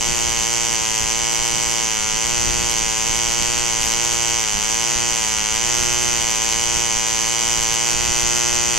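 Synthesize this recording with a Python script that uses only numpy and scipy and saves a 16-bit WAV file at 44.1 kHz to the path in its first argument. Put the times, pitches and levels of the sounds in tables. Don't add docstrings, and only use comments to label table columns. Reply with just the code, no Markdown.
import sys
import numpy as np
from scipy import signal
from scipy.fft import rfft, irfft, next_fast_len
from scipy.io import wavfile
from scipy.ndimage import map_coordinates

SR = 44100
rng = np.random.default_rng(int(sys.argv[2]) if len(sys.argv) > 2 else 0)


def store_pcm(level_fs):
    pcm = np.round(np.clip(level_fs, -1, 1) * 32767).astype(np.int16)
    wavfile.write(sys.argv[1], SR, np.atleast_2d(pcm).T)


N = 387198

# (time [s], speed [rev/s])
SHAFT_SPEED = [(0.0, 113.9), (0.12, 116.69), (0.43, 113.83), (0.56, 116.18), (0.93, 111.45), (1.27, 114.89),
               (1.77, 114.76), (2.02, 108.65), (2.39, 117.28), (2.55, 116.92), (2.91, 112.16),
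               (3.31, 115.84), (3.61, 116.74), (3.82, 112.13), (4.0, 115.99), (4.33, 115.93), (4.55, 105.1),
               (4.73, 112.92), (4.96, 117.35), (5.35, 109.57), (5.41, 107.19), (5.76, 118.09),
               (6.01, 118.87), (6.36, 112.87), (6.78, 115.89), (7.0, 112.71), (7.51, 115.28),
               (7.67, 113.53), (7.95, 116.73), (8.46, 117.76), (8.78, 116.88)]
# (frequency [Hz], width [Hz], gain [dB])
BARK_MODES = [(511, 130, -7.5), (885, 496, 12), (1494, 422, 7), (2248, 990, 11), (2777, 293, 4.1)]
# (frequency [Hz], width [Hz], gain [dB])
CYLINDER_MODES = [(4754, 195, -4.5), (4954, 404, 1.5), (6254, 1030, 1), (7860, 1400, -20), (8235, 360, 0),
                  (11100, 830, -6), (12600, 1400, -5.5)]
# (frequency [Hz], width [Hz], gain [dB])
MOUNT_MODES = [(927, 59, 2.5), (1421, 24, 5.5), (2014, 66, 3), (2179, 147, 3), (2552, 130, 2),
               (2945, 150, 1)]
# (frequency [Hz], gain [dB])
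SPIT_COLOUR = [(200, 2), (700, -1), (3000, 1), (3900, -3), (6500, -7), (9000, -5), (11000, 2), (12300, 4.5),
               (14000, 0.5), (15000, -4)]
INTAKE_COLOUR = [(500, -40), (2500, -2), (4500, 1), (5800, -35), (6400, 5), (6900, -58), (7500, 10),
                 (8500, -3), (11000, 7), (14000, -21), (15000, -16)]
BLADE_COLOUR = [(100, 1), (400, -16), (1400, -8.5), (2200, 2.5), (3200, 0.5), (4000, -9), (5000, -6),
                (6000, -10.5), (10000, -19), (12300, -29), (13500, -31), (14200, -17), (15000, -23)]
BUFFET_COLOUR = [(15, 1), (35, -1), (60, 0), (80, -1), (115, -15), (170, -6), (250, -15), (400, -18.5),
                 (800, -38), (3000, -70)]
# (time [s], gain [dB])
CRANK_PLAY = [(0, -44), (5.55, 4), (5.8, 0), (6.5, 5.5), (7.9, 3), (8.3, 4), (8.78, 5)]
# (shaft order, left level [dB], right level [dB], left slope [dB per rev/s],
# right slope [dB per rev/s], phase between the ports [rad], phase slope [rad per rev/s])
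THROB_ORDERS = [(1, -37, -32, .1, 0.65, 3.5, -0.0031), (2, -33, -35.5, 0.17, 0.77, -3, 0.02),
                (3, -36, -33.5, .75, 0.57, 2.5, -0.088), (4, -61, -32.5, .23, 0.13, 2, -0.016),
                (5, -38.5, -34.5, .067, .32, -2, 0.041)]
# (time [s], left minus right [dB])
LEFT_SHELTER = [(0, 3), (.8, -19), (2.2, -10), (2.5, 6), (2.8, -4), (4.5, -17), (5.5, -20), (6.0, -13),
                (6.3, -7), (8.15, -24), (8.42, -10), (8.78, -21)]
# (time [s], relative peak [dB], left minus right [dB])
HARD_GUSTS = [(0.27, -32, -5), (0.821, -47, -7), (1.006, -23.5, -17), (1.209, -31, -9), (1.525, -23.5, -17),
              (2.245, -30, -16), (2.618, -28, -6.0), (2.785, -28, -12), (3.097, -23, -4), (4.955, -26, -11),
              (5.632, -27, -10.0), (7.942, -26, -11.0), (8.232, -25, -12.0), (8.35, -33, -12.0)]
# (frequency [Hz], width [Hz])
MIC_CAVITIES = [(7184, 1200), (5810, 930)]
# (frequency [Hz], left minus right [dB])
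MIC_BALANCE = [(500, 0.5), (900, 6.5), (1400, 0.5), (3000, -0.6), (5000, 3.5), (6200, -2.5), (8500, 2),
               (10500, -0.5), (12000, -5)]
# (frequency [Hz], gain [dB])
YARD_COLOUR = [(500, 0.0), (3000, -2.5), (4000, -0.5), (6000, -1), (12000, 6)]
# (frequency [Hz], gain [dB])
MIC_ROLLOFF = [(14200, -1), (15700, -16)]

BARK_DB, RING_DB, SPIT_DB, YARD_DB = 1.5, 3.5, -23, -7.5
SHARPEN_DB_PER_RPS = 0.13
BUILD_DB_PER_S = 0.1


def exhaust(turns, bark_db, ring_db, bounce_s=0.00066, bounce_gain=0.37):
    cracks = pulses(turns, jitter_s=5e-6, scatter_db=.4)
    bark = resonate(cracks * amp(bark_db), BARK_MODES + MOUNT_MODES)
    ring = resonate(cracks * amp(ring_db), CYLINDER_MODES)
    return filtered(bark + ring, lambda hz: 1 + bounce_gain * np.exp(-2j * np.pi * hz * bounce_s))


def gas(turns, spit_db):
    sputter_db = 1.24 * wobble(60) + 1.6 * wobble(24)
    exhaust_open = opening(turns, centre=0.036, width=0.14)
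    spit = amp(spit_db + sputter_db) * exhaust_open * hiss(SPIT_COLOUR, shared=0.36)
    gulps = pulses(turns - .43, jitter_s=8e-6, scatter_db=1.5)
    pop = resonate(gulps, [(6840, 1200, -1.64)])
    intake_open = opening(turns, centre=0.423, width=0.036)
    intake_open += 0.32 * opening(turns, centre=0.54, width=0.074)
    return spit + pop + amp(-27.5) * intake_open * hiss(INTAKE_COLOUR, shared=0.47)


def crank(turns):
    ticks = pulses(turns - .73, jitter_s=8e-6, scatter_db=1.5)
    return resonate(ticks * amp(curve(CRANK_PLAY)), [(6650, 870, -11), (2630, 870, -8.0)])


def throb(turns, excess_rps, let_go_s=8.0, leave_s=0.53, uncover_db=2):
    clear_db = uncover_db * np.clip((np.arange(N) / SR - let_go_s) / leave_s, 0, 1)
    out = np.zeros((2, N))
    for order, left_db, right_db, left_slope, right_slope, angle, swing in THROB_ORDERS:
        phase = 2 * np.pi * order * (turns - .04)
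        left_phase = phase + angle + swing * excess_rps
        out[0] += amp(left_db + left_slope * excess_rps + clear_db) * np.cos(left_phase)
        out[1] += amp(right_db + right_slope * excess_rps) * np.cos(phase)
    return np.sqrt(2) * out


def propeller(wash_db=-33.5, swell_db=1.4, lump_db=3.5):
    flow_db = wash_db + swell_db * wobble(6)
    left_db = flow_db + curve(LEFT_SHELTER) + lump_db * wobble(22)
    right_db = flow_db + lump_db * wobble(22)
    wind = np.hypot(amp([left_db, right_db]), gusts())
    buffet = wind * unit_rms(hiss(BUFFET_COLOUR, shared=0))
    return buffet + amp(-29.5) * hiss(BLADE_COLOUR, shared=0.66)


def gusts(rise_s=0.0056, fall_s=0.068, trim_db=-2):
    out = np.zeros((2, N))
    for peak_s, peak_db, pan_db in HARD_GUSTS:
        age = np.arange(N) / SR - peak_s
        shape = np.clip(1 + age / rise_s, 0, 1) * np.exp(-np.maximum(age, 0) / fall_s)
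        out += amp(peak_db + trim_db) * unit_rms(amp([[pan_db], [0]])) * shape
    return out


def yard(sound, decay_s=.05, gap_s=.0015):
    t = np.arange(SR // 12) / SR
    fade = amp(-60 * t / decay_s) * np.clip(t / gap_s - 1, 0, 1)
    tail = rng.standard_normal((2, len(t))) * fade
    scattered = signal.fftconvolve(sound[None], tail / np.linalg.norm(tail[0]), axes=1)[:, :N]
    return filtered(scattered, lambda hz: amp(along(YARD_COLOUR, hz)))


def amp(db):
    return 10 ** (np.asarray(db) / 20)


def unit_rms(x):
    return x / np.sqrt(np.mean(x ** 2) + 1e-20)


def along(points, hz):
    knots_hz, values = np.transpose(points)
    return np.interp(np.log(hz + 1), np.log(knots_hz + 1), values)


def curve(points):
    times, values = np.transpose(points)
    return np.interp(np.arange(N) / SR, times, values)


def eased(points):
    times, values = np.transpose(points)
    index = np.arange(len(times))
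    part, whole = np.modf(np.interp(np.arange(N) / SR, times, index))
    return np.interp(whole + np.sin(np.pi / 2 * part) ** 2, index, values)


def wobble(rate):
    knots = rng.standard_normal(int(N * rate / SR) + 4)
    return map_coordinates(knots, [np.arange(N) * rate / SR])


def filtered(x, response):
    size = next_fast_len(N + SR // 4, True)
    return irfft(rfft(x, size) * response(np.fft.rfftfreq(size, 1 / SR)), size)[..., :N]


def resonate(x, modes):
    def band(hz, centre, width):
        return 1j * hz * width / (centre ** 2 - hz ** 2 + 1j * hz * width)
    return filtered(x, lambda hz: sum(amp(db) * band(hz, at, width) ** 2 for at, width, db in modes))


def hiss(colour, shared):
    common = np.sqrt(shared) * rng.standard_normal(N)
    separate = np.sqrt(1 - shared) * rng.standard_normal((2, N))
    return filtered(common + separate, lambda hz: amp(along(colour, hz)))


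def opening(turns, centre, width):
    offset = (turns - centre + .5) % 1 - .5
    return np.exp(-.5 * (offset / width) ** 2)


def pulses(turns, jitter_s, scatter_db):
    at = np.interp(np.arange(np.ceil(turns[0]), turns[-1]), turns, np.arange(N))
    chance = rng.standard_normal((len(at), 2))
    at += jitter_s * SR * chance[:, 0]
    taps = np.floor(at)[:, None] + np.arange(-7, 9)
    offset = taps - at[:, None]
    shape = np.sinc(offset) * np.cos(np.pi * offset / 16) ** 2
    sized = shape * amp(scatter_db * chance[:, 1:])
    return np.bincount(np.clip(taps, 0, N - 1).astype(int).ravel(), sized.ravel(), N)


def scene(start_turns=.012):
    speed = eased(SHAFT_SPEED)
    excess_rps = speed - np.mean(speed)
    wander = .0008 * wobble(14)
    turns = start_turns + np.cumsum(speed) / SR + wander
    sharp_db = SHARPEN_DB_PER_RPS * excess_rps
    build_db = BUILD_DB_PER_S * (np.arange(N) - N / 2) / SR
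    cracks = exhaust(turns, BARK_DB + build_db, RING_DB + sharp_db + build_db)
    answer = amp(YARD_DB) * yard(cracks)
    engine = cracks + gas(turns, SPIT_DB + sharp_db) + crank(turns) + throb(turns, excess_rps)
    return engine + propeller() + answer


def record(dry, left_lag_s=1.7e-5, top_hz=15750):
    def microphone(hz):
        cavity = np.array([at ** 2 / (at ** 2 - hz ** 2 + 1j * hz * width) for at, width in MIC_CAVITIES])
        balance = amp(np.outer([.5, -.5], along(MIC_BALANCE, hz)))
        lag = np.exp(np.outer([-1, 1], 1j * np.pi * hz * left_lag_s))
        return cavity * balance * lag * amp(along(MIC_ROLLOFF, hz))
    return filtered(filtered(dry, microphone), lambda hz: hz < top_hz)


dry = scene()
out = record(dry)
store_pcm(out)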